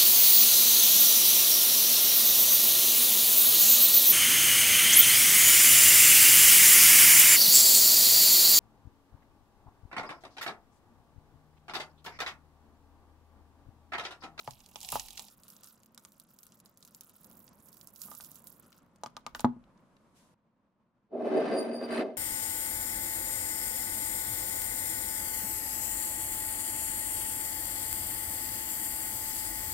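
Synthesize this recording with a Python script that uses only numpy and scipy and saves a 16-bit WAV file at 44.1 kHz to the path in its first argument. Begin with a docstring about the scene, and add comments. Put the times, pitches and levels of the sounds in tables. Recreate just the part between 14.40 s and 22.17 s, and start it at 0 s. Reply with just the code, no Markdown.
"""Glue crackles and snaps as a rubber sole is pulled off a shoe heel with pliers. Each strand breaks with
an impulse; whole patches letting go excite the damped modes of the heel, and the shoe drops on the bench
with a thud. After a pause with a faint hiss, a steel handle bar slides through the boss of a cast-iron
vice: friction drives a rumble in the casting, a scrape in the bore and a ringing in the bar.
A low workshop room tone lies under it all."""
import sys
import numpy as np
from scipy import signal
from scipy.fft import rfft, irfft, next_fast_len
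from scipy.io import wavfile

SR = 44100
rng = np.random.default_rng(int(sys.argv[2]) if len(sys.argv) > 2 else 0)


def dump(signal):
    """Clip the signal to [-1, 1] and save it as 16-bit WAV at the path in sys.argv[1]."""
    limited = np.clip(np.atleast_2d(signal).T, -1, 1)
    pcm = np.round(limited * 32767).astype(np.int16)
    wavfile.write(sys.argv[1], SR, pcm)


N = 342646

# envelope of the fine crackle between snaps: time_s, level_db
PEEL_ENVELOPE = [(0, -59), (.15, -64), (.3, -67), (.42, -54.5), (.5, -54), (.55, -37), (.63, -54.5),
                 (.87, -57), (.9, -63), (.98, -72.5), (1.07, -63.5), (1.35, -66.5), (1.5, -81.5),
                 (1.6, -74.5), (2.05, -71.5), (2.3, -76), (2.75, -67.5), (2.86, -68), (3.1, -71.5),
                 (3.35, -70), (3.55, -71), (3.62, -58), (3.85, -59.5), (3.92, -65.5), (4.15, -69.5),
                 (4.37, -70), (4.45, -88), (4.94, -89.5), (4.96, -59.5), (5.02, -65), (5.03, -89.5)]
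# spectral weighting of the crackle: frequency_hz, gain_db
THREAD_SPECTRUM = [(900, -23.5), (1600, -25), (2200, -21), (2900, -13), (4200, -11.5), (6200, -8),
                   (9500, -6), (15700, 4.5), (16400, -25.5)]
# single thick strands breaking: start_s, level_db, colour_hz
STRAND_SNAPS = [(0.0755, -31, 3750), (0.1087, -30, 6270), (.2045, -41, 6330), (0.262, -37, 6160),
                (.2888, -39.5, 12900), (.3582, -26, 4780), (0.4052, -27, 8000), (.4142, -27, 9100),
                (0.4307, -25.5, 6740), (.4482, -26.5, 6100), (0.4886, -22, 5600), (.503, -22, 11000),
                (0.5209, -11.5, 10200), (0.55, -19, 9560), (0.5968, -17, 5500), (0.685, -31.5, 5100),
                (0.7066, -29.5, 7000), (0.7312, -36.5, 7250), (.7737, -28.5, 6200), (0.777, -26.5, 4400),
                (0.7948, -22, 5800), (.823, -29.5, 10600), (.884, -38, 5000), (1.0348, -37, 8300),
                (1.0821, -35, 9200), (1.1022, -31, 9700), (1.1656, -39, 9200), (1.2342, -33.5, 9400),
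                (1.244, -33, 9400), (1.2726, -35.5, 7600), (1.4335, -41.5, 7800), (1.46, -45.5, 7200),
                (1.5472, -36.5, 9900), (1.5775, -32, 6730), (1.6501, -32.5, 6450), (1.7208, -39.5, 9900),
                (1.799, -31, 9200), (1.9886, -36, 9050), (2.0318, -30.5, 10200), (2.0673, -32.5, 10300),
                (2.1218, -40, 6550), (2.2015, -38, 10100), (2.259, -37, 9400), (2.374, -38.5, 9300),
                (2.4272, -39, 6700), (2.4502, -35, 8200), (2.4764, -38, 9550), (2.5478, -30, 9700),
                (2.6094, -23, 11900), (2.6955, -39, 9500), (2.845, -36.5, 9300), (2.9134, -38.5, 10700),
                (3.079, -41, 4530), (3.2583, -43, 14400), (3.286, -41.5, 14500), (3.329, -35, 10900),
                (3.3695, -47, 6140), (3.4126, -35.5, 8300), (3.473, -28.5, 13900), (3.5604, -33.5, 10400),
                (3.6177, -20.5, 10300), (3.7148, -39, 5500), (3.7507, -28.5, 12700), (3.8083, -29.5, 6550),
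                (3.847, -29.5, 10700), (3.916, -35.5, 10200), (3.9567, -32, 12100), (4.0711, -25, 10900),
                (4.328, -43, 4040), (4.38, -44, 9900), (4.56, -49.5, 6650), (4.636, -26, 5560),
                (4.661, -30.5, 4180), (4.7668, -28, 3550), (4.8648, -23.5, 4200), (4.9488, -27, 3160),
                (4.995, -25, 4670), (5.0056, -26.5, 7200), (5.047, -31.5, 2760), (5.24, -55.5, 2570),
                (5.3765, -59.5, 5380), (5.3943, -61, 2330), (5.567, -55.5, 2450)]
# blows to heel and bench: start_s, knock_db, knock_centre_hz, thud_db, thud_centre_hz
HEEL_JOLTS = [(.077, -30, 860, -37, 125), (.358, -40.5, 887, -58.5, 146), (.526, -29.5, 1050, -42, 104),
              (.531, -43, 800, -36.5, 148), (.545, -48, 1020, -39.5, 272), (.556, -22.5, 884, -49.5, 158),
              (.793, -46.5, 960, -68, 102), (1.235, -59, 1320, -70, 200), (1.576, -46, 1480, -61, 256),
              (1.65, -49, 1330, -70, 124), (3.684, -47, 1200, -62, 213), (3.716, -40, 1210, -56, 250),
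              (3.743, -49, 1220, -68, 248), (3.801, -41.5, 1430, -59, 218), (4.635, -30, 861, -50, 264),
              (4.661, -34.5, 1180, -42, 198), (4.768, -35, 1160, -52.5, 229),
              (4.865, -30.5, 1200, -47, 224), (4.95, -27.5, 1450, -45.5, 316), (4.996, -37, 884, -51, 229),
              (5.0444, -14.5, 894, -13, 244), (5.164, -59.5, 700, -40.5, 241)]
# modes of the heel: pitch_hz, gain_db, t60_s
HEEL_MODES = [(614, 0, .035), (732, 0, .035), (861, -1, .03), (960, -1, .03), (1061, -2, .03),
              (1200, -1, .035), (1470, -3, .025), (1790, -5, .015)]
# modes of the bench: pitch_hz, gain_db, t60_s
BENCH_MODES = [(118.2, -13, 0.3), (138, -4, 0.18), (229, -15.5, .25), (244.5, -3, 0.2), (305, -10.5, .1),
               (378, -12.5, .12), (610.5, 5.5, 0.058), (861, 4.5, 0.13), (1091, 6.5, 0.097)]
# envelope of the sliding bar: time_s, rumble_db, scrape_db
SLIDE_ENVELOPE = [(6.68, -89, -103), (6.734, -37.5, -71), (6.882, -28, -49), (6.894, -30, -49),
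                  (6.972, -23, -45.5), (7.072, -32, -46), (7.124, -27.5, -44.5), (7.398, -39, -57.5),
                  (7.43, -34.5, -51), (7.47, -39.5, -54), (7.528, -32.5, -40), (7.618, -31.5, -42.5),
                  (7.642, -34.5, -55.5), (7.77, -48.5, -71)]
# modes of the iron casting: pitch_hz, width_hz, gain_db
CASTING_MODES = [(154, 5.5, -42.5), (235.2, 10.8, 4), (300, 36, -1.5), (324, 54, -4.5), (384.4, 15, 3),
                 (452, 17.6, -1), (531, 37, -6.5), (639, 36, -0.5), (743, 31.5, -7), (783, 54, -13)]
# spectrum of steel rubbing on iron: frequency_hz, gain_db
SCRAPE_SPECTRUM = [(600, -13.5), (900, 2.5), (1400, 4), (1600, 3), (2100, 0.5), (2600, -1.5), (3300, -8.5),
                   (4200, -9.5), (5600, -16.5), (7000, -28.5), (10000, -24), (13000, -52), (15000, -78)]
# resonances of the bore: pitch_hz, width_hz, gain_db
BORE_MODES = [(1150, 160, -3), (1570, 130, 0), (1760, 110, -2), (2050, 150, -2), (2560, 130, -6),
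              (3000, 200, -11), (3660, 150, -14)]
# modes of the steel bar: pitch_hz, base_width_hz, gain_db
BAR_MODES = [(4735, 30, -1), (4790, 80, -9), (9140, 45, -3), (9230, 45, -5), (14780, 25, -13)]
# the bar leans on the edge of the bore and sings: peak_s, low_modes_db, high_modes_db
BAR_SWELLS = [(6.87, -84, -67), (6.98, -57, -64), (7.14, -51, -70), (7.192, -43, -43.5),
              (7.358, -49, -53.5), (7.444, -54, -61.5), (7.53, -51, -49.5), (7.6, -60, -84)]
# shorter lengths of bar that ring as its ball knob nears the bore: pitch_hz, width_hz, level_db
OVERHANG_MODES = [(4130, 580, -59), (5450, 49, -75), (7700, 260, -67), (11060, 350, -68), (12400, 40, -81)]
# envelope of the faint hiss: time_s, level_db
HISS_ENVELOPE = [(5.1, -88.5), (5.74, -82), (5.768, -66.5), (5.94, -79), (5.945, -120)]
# heavy heaves that shake the bench: peak_s, level_db
BENCH_HEAVES = [(.12, -67), (.57, -56.5), (5.04, -59)]
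# spectrum of the room tone: frequency_hz, gain_db
ROOM_SPECTRUM = [(35, -26), (60, -7), (217, 6), (308, -3.5), (363, -4), (417, -9), (566, -5), (785, -11),
                 (1010, -5.5), (1740, -18.5), (4750, -33.5), (11000, -44), (12700, -54), (16000, -52.5)]
# likeness of left and right: frequency_hz, coherence
STEREO_COHERENCE = [(60, .7), (125, 0.9), (300, 0.88), (600, .85), (1200, 0.4), (2500, .4), (8000, 0.16)]
# stages of the job, each heard from its own place: start_s, tilt_db_per_octave, pan_db, room_tone_db
JOB_STAGES = [(0, -3.5, -4.5, -66.5), (.9, 1, -2.5, -67.5), (2.8, 4.5, -7, -63), (4.2, -2.5, -0.5, -64.5),
              (4.5, -3, 1, -65), (5.945, -1, -1.5, -74.5)]

FRAY_DB, FRAY_T60_S = -34, .1   # thin threads beside a snapped strand go on breaking
CONTACT_S = 0.00052   # rubber and leather give, so a jolt is a short push
SING_RISE_DB_PER_S, SING_FALL_DB_PER_S, SING_UNDER_SCRAPE_DB = 397.5, 296, -30
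OVERHANG_FADE_S = [7.5033, 7.505, 7.608, 7.627]   # fades in, holds, fades out
HEAVE_RISE_DB_PER_S, HEAVE_FALL_DB_PER_S, SHAKE_UNDER_TONE_DB = 80, 64.5, -17.5
CUTOFF_HZ = 17000


def glue_crackle():
    """Acoustic emission: thin threads break in clumps, each impulse exciting one of six bands."""
    tilt_db, pan_db, _ = stage_settings()
    snap_s, snap_db, _ = np.transpose(STRAND_SNAPS)
    peeling = amp(envelopes(PEEL_ENVELOPE)[0]) * (np.arange(N) < PEEL_ENVELOPE[-1][0] * SR)
    fraying = swells(snap_s, snap_db + FRAY_DB, 1e5, 60 / FRAY_T60_S)
    level = peeling + fraying + 1e-7
    per_s = 1200 * (level / amp(-65)) ** 0.82   # a faster rip breaks more threads
    breaks = level * impulses(per_s * amp(3 * drift(40)), spread_db=4) / np.sqrt(per_s / 600)
    band_of_break, threads = rng.integers(0, 6, N), 0
    for k, hz in enumerate(np.geomspace(2500, 14000, 6)):
        clicks = breaks * (band_of_break == k) * amp(tilt_db * np.log2(hz / 6000))
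        band = resonance(resonance(clicks, hz, 0.46 * hz), hz, 0.46 * hz) / np.sqrt(hz)
        threads += np.array([np.roll(band, k % 2), band])   # odd bands reach the left a sample later
    # the hollow of the heel resonates too, higher once the sole is lifted wide
    lifted = np.arange(N) >= JOB_STAGES[1][0] * SR
    hollow = np.where(lifted, amp(8.5) * steep_band(breaks, 1300, 300), steep_band(breaks, 830, 220))
    hollow *= amp(-17.5 - 1.5 * tilt_db)
    return np.std(level) * (panned(coloured(threads, THREAD_SPECTRUM), pan_db) + hollow)


def strand_snaps():
    """Sudden release of tension: a click, then a noise burst whose decay time goes as 1 / frequency."""
    length = 1024
    snaps, t = np.zeros((2, N)), np.arange(length) / SR
    for start_s, level_db, hz in STRAND_SNAPS:
        spray = 0.27 * rng.standard_normal((2, length)) * amp(-60 * t * hz / 30.4)
        burst = bandpass((t == 0) + spray, 0.46 * hz, min(1.517 * hz, 20000))
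        start = round(start_s * SR)
        snaps[:, start:start + length] += amp(level_db) * burst / np.abs(burst).max()
    return panned(snaps, pan_db=stage_settings()[1])


def heel_jolts():
    """Impact excitation: heel and bench ring freely; the finite contact time softens the treble."""
    start_s, knock_db, knock_hz, thud_db, thud_hz = np.transpose(HEEL_JOLTS)
    knock = struck(start_s, knock_db, knock_hz, HEEL_MODES, falloff_db_per_octave=30)
    thud = struck(start_s, thud_db, thud_hz, BENCH_MODES, falloff_db_per_octave=17)
    ringing = bandpass(knock, 500, 2400) + bandpass(thud, 100, 1500, order=3)
    push = np.hanning(round(CONTACT_S * SR))
    return signal.lfilter(push / push.sum(), 1, ringing)


def sliding_bar():
    """Friction noise: rough steel catches on iron, and the contacts drive casting, bore and bar."""
    start = round(SLIDE_ENVELOPE[0][0] * SR)
    rumble_db, scrape_db = np.array(envelopes(SLIDE_ENVELOPE))[:, start:]
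    mid_side = []
    for _ in range(2):
        contacts = rms_one(impulses(4000 * amp(2.5 * drift(37)), spread_db=3)[start:])
        rumble = amp(rumble_db) * casting_rumble(contacts)
        scrape = amp(scrape_db) * bore_scrape(contacts)
        mid_side.append(rumble + scrape + bar_ringing(contacts, scrape_db, start))
    above_top_mode = signal.cheby2(10, 40, 15600, fs=SR, output="sos")
    slide = signal.sosfilt(above_top_mode, stereo(*mid_side))
    return np.pad(slide, ((0, 0), (start, 0)))


def casting_rumble(contacts):
    """Modal superposition: the low modes of the casting add with alternating polarity."""
    modes = sum((-1) ** k * amp(db) * resonance(contacts, hz, width_hz)
                for k, (hz, width_hz, db) in enumerate(CASTING_MODES))
    return rms_one(bandpass(modes, 125, 1100, order=3))


def bore_scrape(contacts):
    """Source and filter: broadband contact noise, joined by the resonances of the bore."""
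    return coloured(contacts, SCRAPE_SPECTRUM) + amp(-7) * rms_one(driven(contacts, BORE_MODES))


def bar_ringing(contacts, scrape_db, start):
    """Resonance: the lightly damped bar sings and grates as it leans on the edge of the bore."""
    peak_s, low_db, high_db = np.transpose(BAR_SWELLS)
    floor = amp(scrape_db + SING_UNDER_SCRAPE_DB)
    low, high = (floor + swells(peak_s, db, SING_RISE_DB_PER_S, SING_FALL_DB_PER_S)[start:]
                 for db in (low_db, high_db))
    singing = 0
    for hz, base_width_hz, db in BAR_MODES:
        gain = amp(db + 3.2 * drift(23)[start:]) * (low if hz < 6000 else high)
        singing += gain * steep_band(contacts, hz, 2.9 * base_width_hz)
    near_end = np.interp(np.arange(start, N) / SR, OVERHANG_FADE_S, [0, 1, 1, 0])
    grating = amp(-15) * high * rms_one(bandpass(contacts, 4500, 14000))
    return singing + near_end * driven(contacts, OVERHANG_MODES) + grating


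def faint_hiss():
    """Band-limited noise, incoherent between left and right, swells and then stops."""
    hiss = bandpass(rng.standard_normal((2, N)), 1200, 11000, order=3)
    return amp(envelopes(HISS_ENVELOPE)[0]) * rms_one(hiss)


def workshop():
    """Ambient noise: a wavering room tone, and low vibration of the bench that swells at each heave."""
    mid, side = (coloured(rng.standard_normal(N), ROOM_SPECTRUM) for _ in range(2))
    shake_mid, shake_side = bandpass(rng.standard_normal((2, N)), 18, 70)
    shake = rms_one(panned(shake_mid, [-5]) + .5 * shake_side * [[1], [-1]])
    tone_db = stage_settings()[2]
    heaves = swells(*np.transpose(BENCH_HEAVES), HEAVE_RISE_DB_PER_S, HEAVE_FALL_DB_PER_S)
    tone = amp(tone_db + 1.5 * drift(11)) * stereo(mid, side)
    return tone + (amp(tone_db + SHAKE_UNDER_TONE_DB) + heaves) * shake


def reflections(x, t60_s, onset_s, dull_hz):
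    """Diffuse reverberation: convolution with decaying noise of unit energy, separate in each channel."""
    t = np.arange(int(t60_s * SR)) / SR
    tails = rng.standard_normal((2, len(t))) * amp(-60 * t / t60_s) * np.clip(t / onset_s, 0, 1) ** 2
    tails = bandpass(tails, 300, dull_hz, order=1)
    tails /= np.linalg.norm(tails, axis=1, keepdims=True)
    return signal.fftconvolve(x, tails, axes=1)[:, :N]


def struck(start_s, level_db, centre_hz, modes, falloff_db_per_octave):
    """Free vibration: each blow starts damped sinusoids, favouring those near its centre frequency."""
    ringing, starts = np.zeros(N), np.round(start_s * SR).astype(int)
    for hz, mode_db, t60_s in modes:
        clicks = np.zeros(N)
        clicks[starts] = amp(level_db + mode_db - falloff_db_per_octave * np.abs(np.log2(hz / centre_hz)))
        r, w = amp(-60 / (t60_s * SR)), 2 * np.pi * hz / SR
        ringing += signal.lfilter([0, np.sin(w)], [1, -2 * r * np.cos(w), r * r], clicks + 1e-18)
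    return ringing


def driven(force, modes):
    """Forced vibration: the responses of all modes to one force add."""
    return sum(amp(db) * steep_band(force, hz, width_hz) for hz, width_hz, db in modes)


def resonance(x, hz, width_hz):
    """Two-pole resonator with unit peak gain."""
    r = np.exp(-np.pi * width_hz / SR)
    gain = (1 - r * r) / 2
    return signal.lfilter([gain, 0, -gain], [1, -2 * r * np.cos(2 * np.pi * hz / SR), r * r], x)


def steep_band(x, hz, width_hz):
    """Two resonators in cascade steepen the skirts; rms 1."""
    return rms_one(resonance(resonance(x, hz, width_hz), hz, width_hz))


def bandpass(x, low_hz, high_hz, order=2):
    """Maximally flat band-pass filter."""
    return signal.sosfilt(signal.butter(order, [low_hz, high_hz], "band", fs=SR, output="sos"), x)


def impulses(per_s, spread_db):
    """Shot noise: clicks of random time and sign, a few much larger than the rest."""
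    sizes = amp(spread_db * np.minimum(rng.exponential(1, N), 3.5)) * rng.choice([-1, 1], N)
    return sizes * (rng.random(N) < per_s / SR)


def drift(rate_hz):
    """Slow random modulation: noise twice through a one-pole low-pass; rms 1."""
    r = np.exp(-2 * np.pi * rate_hz / SR)
    return rms_one(signal.lfilter([1], [1, -2 * r, r * r], rng.standard_normal(N + SR))[SR:])


def stereo(mid, side):
    """Partial coherence: left and right are alike in the bass and differ in the treble."""
    mid = filtered(mid, lambda hz: np.sqrt((1 + at_hz(STEREO_COHERENCE, hz)) / 2))
    side = filtered(side, lambda hz: np.sqrt((1 - at_hz(STEREO_COHERENCE, hz)) / 2))
    return mid + side * [[1], [-1]]


def panned(x, pan_db):
    """Level difference between channels; positive is to the left."""
    return x * amp(np.outer([.5, -.5], pan_db))


def coloured(x, spectrum):
    """Spectral weighting by a curve in dB; rms 1."""
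    return rms_one(filtered(x, lambda hz: amp(at_hz(spectrum, hz))))


def filtered(x, gain):
    """Multiply the spectrum by gain(hz)."""
    size = next_fast_len(x.shape[-1] + SR // 4)
    return irfft(rfft(x, size) * gain(np.fft.rfftfreq(size, 1 / SR)), size)[..., :x.shape[-1]]


def at_hz(curve, hz):
    """Interpolate on a logarithmic frequency axis."""
    curve_hz, values = np.transpose(curve)
    return np.interp(np.log(hz + 1), np.log(curve_hz), values)


def swells(peak_s, peak_db, rise_db_per_s, fall_db_per_s):
    """Sum of envelopes that grow and decay exponentially."""
    hop = 32
    after_s = np.arange(0, N, hop) / SR - peak_s[:, None]
    db = peak_db[:, None] + np.where(after_s < 0, rise_db_per_s, -fall_db_per_s) * after_s
    return np.repeat(amp(db).sum(axis=0), hop)[:N]


def envelopes(rows):
    """Interpolate each column in time."""
    time_s, *columns = np.transpose(rows)
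    return [np.interp(np.arange(N) / SR, time_s, column) for column in columns]


def stage_settings():
    """Tilt, pan and room tone level, held through each stage."""
    start_s, *columns = np.transpose(JOB_STAGES)
    stage = np.searchsorted(start_s, np.arange(N) / SR, "right") - 1
    return [column[stage] for column in columns]


def amp(db):
    return 10 ** (np.asarray(db) / 20)


def rms_one(x):
    return x / np.sqrt(np.mean(x ** 2) + 1e-20)


def scene():
    """Superposition: the shoe with its near and room reflections, the bar, and the background."""
    glue = glue_crackle() + strand_snaps()
    glue += amp(-7) * reflections(glue, t60_s=.022, onset_s=.0025, dull_hz=16000)
    heel = heel_jolts() * np.ones((2, 1))
    heel += amp(-11.5) * reflections(heel, t60_s=.06, onset_s=.0021, dull_hz=3000)
    shoe = glue + heel
    shoe += amp(-22.5) * reflections(shoe, t60_s=.23, onset_s=.0093, dull_hz=5000)
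    return shoe + faint_hiss() + sliding_bar() + workshop()


def record(dry):
    """Band limiting: a steep low-pass removes the highest treble."""
    return signal.sosfilt(signal.cheby2(12, 70, CUTOFF_HZ, fs=SR, output="sos"), dry)


dry = scene()
out = record(dry)
dump(out)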